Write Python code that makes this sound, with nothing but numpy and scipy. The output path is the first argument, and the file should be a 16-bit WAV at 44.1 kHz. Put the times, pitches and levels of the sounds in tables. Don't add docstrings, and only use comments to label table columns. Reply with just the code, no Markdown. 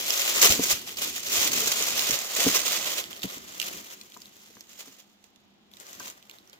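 import sys
import numpy as np
from scipy import signal
from scipy.fft import rfft, irfft, next_fast_len
from scipy.io import wavfile
from scipy.ndimage import map_coordinates

SR = 44100
rng = np.random.default_rng(int(sys.argv[2]) if len(sys.argv) > 2 else 0)


def volts(x):
    e = np.asarray(x, float) / 20
    return 10 ** e


def bounce(signal):
    frames = np.transpose(np.atleast_2d(signal))
    limited = np.clip(frames, -1, 1)
    pcm = np.round(limited * 32767).astype(np.int16)
    wavfile.write(sys.argv[1], SR, pcm)


N = 290619
TIME = np.arange(N) / SR


def unit(x):
    return x / np.sqrt(np.mean(x ** 2) + 1e-20)


def along(points, hz):
    f, value = np.transpose(points)
    return np.interp(np.log(hz + 1), np.log(f + 1), value)


def curves(rows, s):
    t, *columns = np.transpose(rows)
    return [np.interp(s, t, column) for column in columns]


def wobble(rate, s):
    return map_coordinates(rng.standard_normal(size=4000), [s * rate])


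def filtered(x, response):
    size = next_fast_len(N + SR // 2)
    hz = np.fft.rfftfreq(size, 1 / SR)
    return irfft(rfft(x, size) * response(hz), size)[..., :N]


def coloured(x, spectrum):
    grid_hz = np.linspace(0, SR / 2, num=4096)
    scale = np.sqrt(np.mean(volts(along(spectrum, grid_hz)) ** 2))
    return filtered(x, lambda hz: volts(along(spectrum, hz)) / scale)


def rush(spectrum, alike):
    def mid_side_response(hz):
        turn = np.arccos(np.clip(along(alike, hz), -1, 1)) / 2
        return volts(along(spectrum, hz)) * [np.cos(turn), np.sin(turn)]

    mid, side = filtered(rng.standard_normal((2, N)), mid_side_response)
    return unit(np.array([mid + side, mid - side]))


def swells(s, start, hold, db, rise, fall):
    power = np.zeros(len(s))
    for a, h, level in zip(start, hold, db):
        below_db = rise * (a - s).clip(0) + fall * (s - a - abs(h)).clip(0)
        power += volts(2 * (level - below_db))
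    return power


# t/s, lead of the left port/ms, left-right level/dB
HAND_PLACES = [(0, 0.17, 1.5), (1, 0.16, -1), (2.2, 0.11, -1.5), (2.8, 0.076, -4.5), (3.2, 0.23, -1.5),
               (4.2, 0.31, 1.5), (4.7, 0.09, -3), (5.3, 0.094, -5), (5.7, 0.3, 1.5), (6.59, 0.25, -2.5)]


def bursts(s, gain, hz, width_hz, t60, pan_db, spread_ms, size, ring=0):
    f, t = np.fft.rfftfreq(size, 1 / SR), np.arange(size) / SR
    decay = volts(-60 * t / t60[:, None])
    resonance = 1.03 + 1.13 * np.exp(-((f - hz[:, None]) / width_hz) ** 2)
    burst = irfft(rfft(rng.standard_normal((len(s), size))) * resonance, size) * decay
    tone = np.sin(2 * np.pi * hz[:, None] * t) * decay
    burst += ring * np.linalg.norm(burst, axis=1)[:, None] * tone
    burst *= (gain / np.linalg.norm(burst, axis=1))[:, None]
    lead = (curves(HAND_PLACES, s)[0] + spread_ms * rng.standard_normal(len(s))) / 1000
    out = []
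    for side in (1, -1):
        first = np.round((s - side * lead / 2) * SR).astype(int)
        at = np.clip(first, 0, N)[:, None] + np.arange(size)
        panned = burst * volts(side * pan_db / 2)[:, None]
        out.append(np.bincount(at.ravel(), panned.ravel(), N + size + 1)[:N])
    return np.array(out)


def paper():
    crackle_db = pull_level()
    folds, slide, snap = creases(count=16000), sliding(), snaps()
    return crackle(crackle_db, folds, slide, snap) + body(crackle_db, folds, slide, snap) + flap()


# t/s, crackle level/dB
PULL_LEVELS = [(0, -32.5), (.1, -27), (.4, -25.5), (.59, -31), (.68, -27), (.84, -42.5), (.96, -46),
               (1.09, -35.5), (1.22, -38.5), (1.34, -25.5), (1.512, -34.5), (1.56, -27), (2.12, -26.5),
               (2.27, -36), (2.4, -25.5), (2.56, -25), (2.64, -32), (2.93, -33), (3.07, -45.5), (3.21, -74),
               (3.3, -41), (3.45, -49.5), (3.59, -42.5), (3.75, -41), (3.86, -48.5), (4.2, -57.5),
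               (4.3, -55.5), (4.53, -56.5), (4.68, -61), (4.85, -52.5), (5.0, -58), (5.12, -70.5),
               (5.7, -78.5), (5.73, -62.5), (5.87, -48.5), (5.99, -49), (6.24, -62), (6.59, -66.5)]
# t/s, hold/s, crackle level/dB
SHORT_TUGS = [(0.428, 0.03, -14.5), (0.507, 0.013, -19.5), (.617, 0.022, -29), (0.702, 0.016, -21),
              (0.879, .004, -34.5), (0.982, .004, -35), (1.023, 0.023, -27), (1.159, 0.0086, -34.5),
              (1.348, 0.12, -25), (1.566, .004, -30), (2.42, .008, -25.5), (2.66, 0.11, -27.5),
              (2.873, .008, -29.5), (2.975, 0.0063, -30), (3.113, 0.0036, -40), (3.165, .004, -43.5),
              (3.234, 0.0037, -35.5), (3.342, .004, -47), (3.482, .004, -42), (3.638, 0.037, -38),
              (3.911, .004, -42.5), (4.122, .004, -68), (4.214, .004, -71), (4.708, .004, -48.5),
              (4.802, .008, -44), (5.246, 0.0051, -62.5), (5.805, .004, -53.5), (6.001, 0.091, -45),
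              (6.333, 0.012, -57), (6.48, .004, -71), (6.537, .004, -58.5)]


def pull_level():
    tugs = swells(TIME, *np.transpose(SHORT_TUGS), rise=699, fall=298)
    return 10 * np.log10(volts(2 * curves(PULL_LEVELS, TIME)[0]) + tugs)


def creases(count):
    u = rng.random((count, 5))
    s = u[:, 0] * N / SR
    size_db = -2.5 * np.log(1 - u[:, 1]).clip(-2.5) + 1.8 * wobble(40, s) + 2.1 * wobble(150, s)
    pan_db = curves(HAND_PLACES, s)[1] + 6 * (u[:, 4] - .5)
    wide = u[:, 2] < curves(SHEET_SLACK, s)[1]
    hz = np.where(wide, 3100, 6600) * (1 + 0.034 * wobble(25, s))
    t60 = 0.0055 + 0.0055 * u[:, 3]
    return unit(bursts(s, volts(size_db), hz, 760, t60, pan_db, spread_ms=0.054, size=192))


def sliding():
    return filtered(rng.standard_normal((2, N)), lambda hz: 1 / (1 + (hz / 9000) ** 2))


# t/s, burst level before 7 dB is added/dB, resonance f/Hz
FOLD_SNAPS = [(.105, -5.5, 5350), (.176, -12, 6540), (.2785, -12, 3000), (.417, -3, 6500),
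              (.4239, -10, 4930), (0.493, -6, 6450), (0.5237, -5, 5630), (0.876, -21, 5650),
              (0.9705, -19, 4890), (1.2334, -21, 5010), (1.476, -9, 6570), (1.5184, -12, 6400),
              (1.5776, -27, 6300), (1.825, -10.5, 6160), (1.9939, -11, 4100), (2.0714, -15, 6140),
              (2.1086, -8, 6000), (2.1894, -13, 7000), (2.3503, -13, 6670), (3.04, -22, 2930),
              (3.13, -25.5, 3100), (3.199, -35, 3770), (3.22, -25, 3700), (3.2316, -15, 3740),
              (3.29, -27, 3860), (3.331, -35, 6700), (3.3818, -26.5, 7380), (3.485, -35, 6800),
              (3.5996, -13.5, 2870), (3.6157, -14, 2900), (3.6265, -14.5, 2800), (3.6624, -31, 6170),
              (3.685, -19, 2900), (3.903, -37, 3420), (4.0128, -25.5, 4200), (4.1204, -33.5, 3400),
              (4.1424, -34.5, 4160), (4.172, -32, 7200), (4.2033, -36, 6700), (4.2187, -28.5, 5070),
              (4.2567, -31, 3900), (4.459, -40, 3560), (4.553, -36, 6000), (4.608, -27, 5550),
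              (4.6937, -37, 6860), (4.7783, -36, 5370), (5.099, -47, 3450), (5.241, -38.5, 7230),
              (5.36, -43, 3410), (5.715, -40.5, 3300), (5.7368, -33.5, 3700), (5.7694, -32.5, 3700),
              (5.8004, -28, 7650), (5.8671, -31, 5920), (5.9308, -26.5, 6900), (5.998, -24.5, 6600),
              (6.0582, -26.5, 2750), (6.0804, -26, 3780), (6.1002, -24.5, 6900), (6.2264, -37, 3770),
              (6.2965, -28, 2820), (6.312, -32, 3640), (6.3855, -36, 3700), (6.475, -40.5, 5860),
              (6.497, -38, 5500), (6.531, -32, 3200)]


def snaps():
    s, level_db, hz = np.transpose(FOLD_SNAPS)
    pan_db = curves(HAND_PLACES, s)[1] - 3 + 3 * rng.standard_normal(len(s))
    t60 = np.full(len(s), .014)
    return bursts(s, volts(level_db + 7), hz, 1400, t60, pan_db, spread_ms=0.066, size=1024, ring=0.11)


# f/Hz, relative level per Hz/dB
CRACKLE_SPECTRUM = [(880, -35.5), (1500, -18.5), (1710, -16), (2380, -2), (4520, -1.5), (6300, -0.5),
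                    (7250, 0), (8420, -7.5), (10800, -8), (12600, -3.5), (15100, -1), (16000, -18.5),
                    (16500, -99)]


def crackle(crackle_db, folds, slide, snap):
    fine = unit(folds + 0.92 * slide)
    return coloured(volts(crackle_db) * fine + snap, CRACKLE_SPECTRUM)


# f/Hz, relative level per Hz/dB
BODY_SPECTRUM = [(180, -28.5), (300, -5.5), (580, 5), (902, 0), (1190, 1.5), (1700, -4), (2040, 0.5),
                 (2200, -8.5), (2860, -110.5), (4840, -120)]


def body(crackle_db, folds, slide, snap):
    body_db = -39 + 0.9 * (crackle_db + 27) + curves(SHEET_SLACK, TIME)[2]
    drive = folds + 0.5 * slide + 0.27 * buckles(count=500)
    return coloured(volts(body_db) * drive + .2 * snap, BODY_SPECTRUM)


def buckles(count):
    u = rng.random((count, 3))
    s = u[:, 0] * N / SR
    size_db = -3 * np.log(1 - u[:, 1]).clip(-3)
    hz, t60 = 400 + 900 * u[:, 2], np.full(count, .03)
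    return unit(bursts(s, volts(size_db), hz, 190, t60, 0 * s, spread_ms=0.04, size=1024))


# t/s, flap level/dB, share of wide folds (0-1), fullness of the body level/dB
SHEET_SLACK = [(0, -58, 0.68, -1), (.45, -48, 0.37, 1.5), (.7, -47, 0.12, -2), (.85, -55, 1, -1),
               (1.2, -55, 0.24, -3.5), (1.4, -45, 0.36, -0.5), (1.8, -50.5, .3, 0), (2.07, -51, 0.5, 0),
               (2.3, -62, 0.23, 1.5), (2.65, -47.5, 0.23, 0), (3.1, -59.5, 0.88, 3), (3.7, -57, .45, 2.5),
               (4.3, -66, 0.4, -0.5), (5.05, -70.5, 0.25, -2), (5.7, -67, .3, 4), (6.02, -64, 0.37, 3),
               (6.59, -67.5, 1, 7.5)]
# f/Hz, relative level per Hz/dB
FLAP_SPECTRUM = [(15, -56.5), (25, -41), (70, -2.5), (113, -7.5), (231, -0.5), (341, 1), (450, -10),
                 (580, -27), (990, -120)]


def flap():
    knock_s, knock_db, *_ = np.transpose(BOX_KNOCKS)
    jolts = swells(TIME, knock_s, 0 * knock_s, knock_db - 22.5, 60 / .08, 60 / 0.23)
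    strength = np.sqrt(volts(2 * curves(SHEET_SLACK, TIME)[0]) + jolts)
    return strength * volts(2.5 * wobble(9.5, TIME)) * rush(FLAP_SPECTRUM, [(60, 0.55), (400, 0.84)])


# t/s, level of the strongest mode before its soft onset/dB, favoured f/Hz, t60 there/s
BOX_KNOCKS = [(0.453, -20, 500, 0.038), (0.499, -14, 70.4, 0.057), (0.592, -14.5, 294, 0.056),
              (0.728, -27, 101, 0.055), (1.38, -31, 90.5, 0.061), (1.622, -32.5, 452, 0.099),
              (1.806, -23, 468, 0.027), (2.096, -20, 310, 0.022), (2.118, -32, 130, 0.073),
              (2.387, -23.5, 500, 0.027), (2.464, -12, 287, 0.084), (3.242, -23.5, 195, 0.076),
              (3.369, -32, 280, 0.041), (4.165, -37.5, 1000, 0.033), (4.171, -43, 296, 0.034),
              (4.502, -44, 360, 0.028), (4.569, -39.5, 1400, 0.0087), (4.57, -44.5, 300, 0.037),
              (4.872, -46, 265, 0.13), (6.002, -46, 790, 0.022), (6.002, -39.5, 1400, 0.06),
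              (6.07, -42, 1020, 0.04)]
# f/Hz, relative level/dB
BOX_MODES = [(75, -1.5), (130, -3.5), (190, -2), (269, 3), (450, 6), (720, 4), (1000, 6.5), (1150, 2.5),
             (1550, 3.5), (1900, -12)]


def box():
    out, t = np.zeros(N + SR), np.arange(SR // 4) / SR
    mode_hz, mode_db = np.transpose(BOX_MODES)
    for s, db, favoured_hz, t60 in BOX_KNOCKS:
        levels = mode_db - 13 * abs(np.log2(mode_hz / favoured_hz))
        ring = np.zeros(len(t))
        for hz, level in zip(mode_hz, levels - levels.max()):
            fade_db = 60 * t / t60 * (hz / favoured_hz) ** 0.33
            ring += volts(level - fade_db) * np.sin(2 * np.pi * hz * t)
        onset = 1 - np.exp(-(t * favoured_hz / 0.5) ** 2)
        out[round(s * SR):][:len(t)] += volts(db) * ring * onset
    return out[:N] * volts([[1.5], [-1.5]])


# f/Hz, t60/s
ROOM_DECAY = [(200, 0.042), (2000, 0.091), (10000, 0.018)]


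def room(x):
    hz, t, z = signal.stft(rng.standard_normal((2, SR // 2)), SR, nperseg=256)
    decay = volts(-60 * t / along(ROOM_DECAY, hz)[:, None])
    tail = signal.istft(z * decay, SR, nperseg=256)[1]
    delayed = np.pad(x, ((0, 0), (200, 0)))
    return signal.fftconvolve(delayed, tail / np.linalg.norm(tail[0]), axes=1)[:, :N]


# f/Hz, relative level per Hz/dB
AIR_SPECTRUM = [(25, -19.5), (100, -15), (140, -18.5), (175, -11), (218, 0.5), (270, -15.5), (310, -12),
                (560, -14), (750, -9.5), (1200, -16), (1800, -19), (3500, -14.5), (7000, -29),
                (8400, -46.5), (15100, -50.5), (16500, -48)]
# f/Hz, left-right correlation (-1 to 1)
AIR_LIKENESS = [(60, 0.27), (240, 0.58), (950, 0.19), (3770, -0.39), (15000, 0.16)]


def air():
    return volts(-64.5) * rush(AIR_SPECTRUM, AIR_LIKENESS)


# f/Hz, relative level per Hz/dB
HUM_SPECTRUM = [(170, -62), (192, -11), (202, 0.5), (214, -15), (245, -61.5)]


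def hum():
    return volts(-71) * rush(HUM_SPECTRUM, [(200, .8)])


def scene():
    near = paper() + box()
    walls = volts(-14) * room(near)
    return near + walls + air() + hum()


def low_pass(x):
    return signal.sosfilt(signal.butter(12, 17080, fs=SR, output="sos"), x)


# f/Hz, left-right level/dB
PORT_COLOUR = [(60, -3), (130, 1.5), (290, -2.5), (640, 2.5), (1410, 4.5), (3100, -4), (6820, -0.5),
               (15000, 4)]
# f/Hz, lead of the left port/rad
PORT_PHASE = [(200, 0), (400, -0.14), (600, 1.34), (900, 1.39), (1400, 0.47), (1800, 0.54), (2500, 0.052),
              (4000, 0.24)]


def record(dry):
    half = np.array([[.5], [-.5]])

    def port_response(hz):
        return volts(along(PORT_COLOUR, hz) * half) * np.exp(1j * along(PORT_PHASE, hz) * half)

    return low_pass(filtered(dry, port_response))


dry = scene()
out = record(dry)
bounce(out)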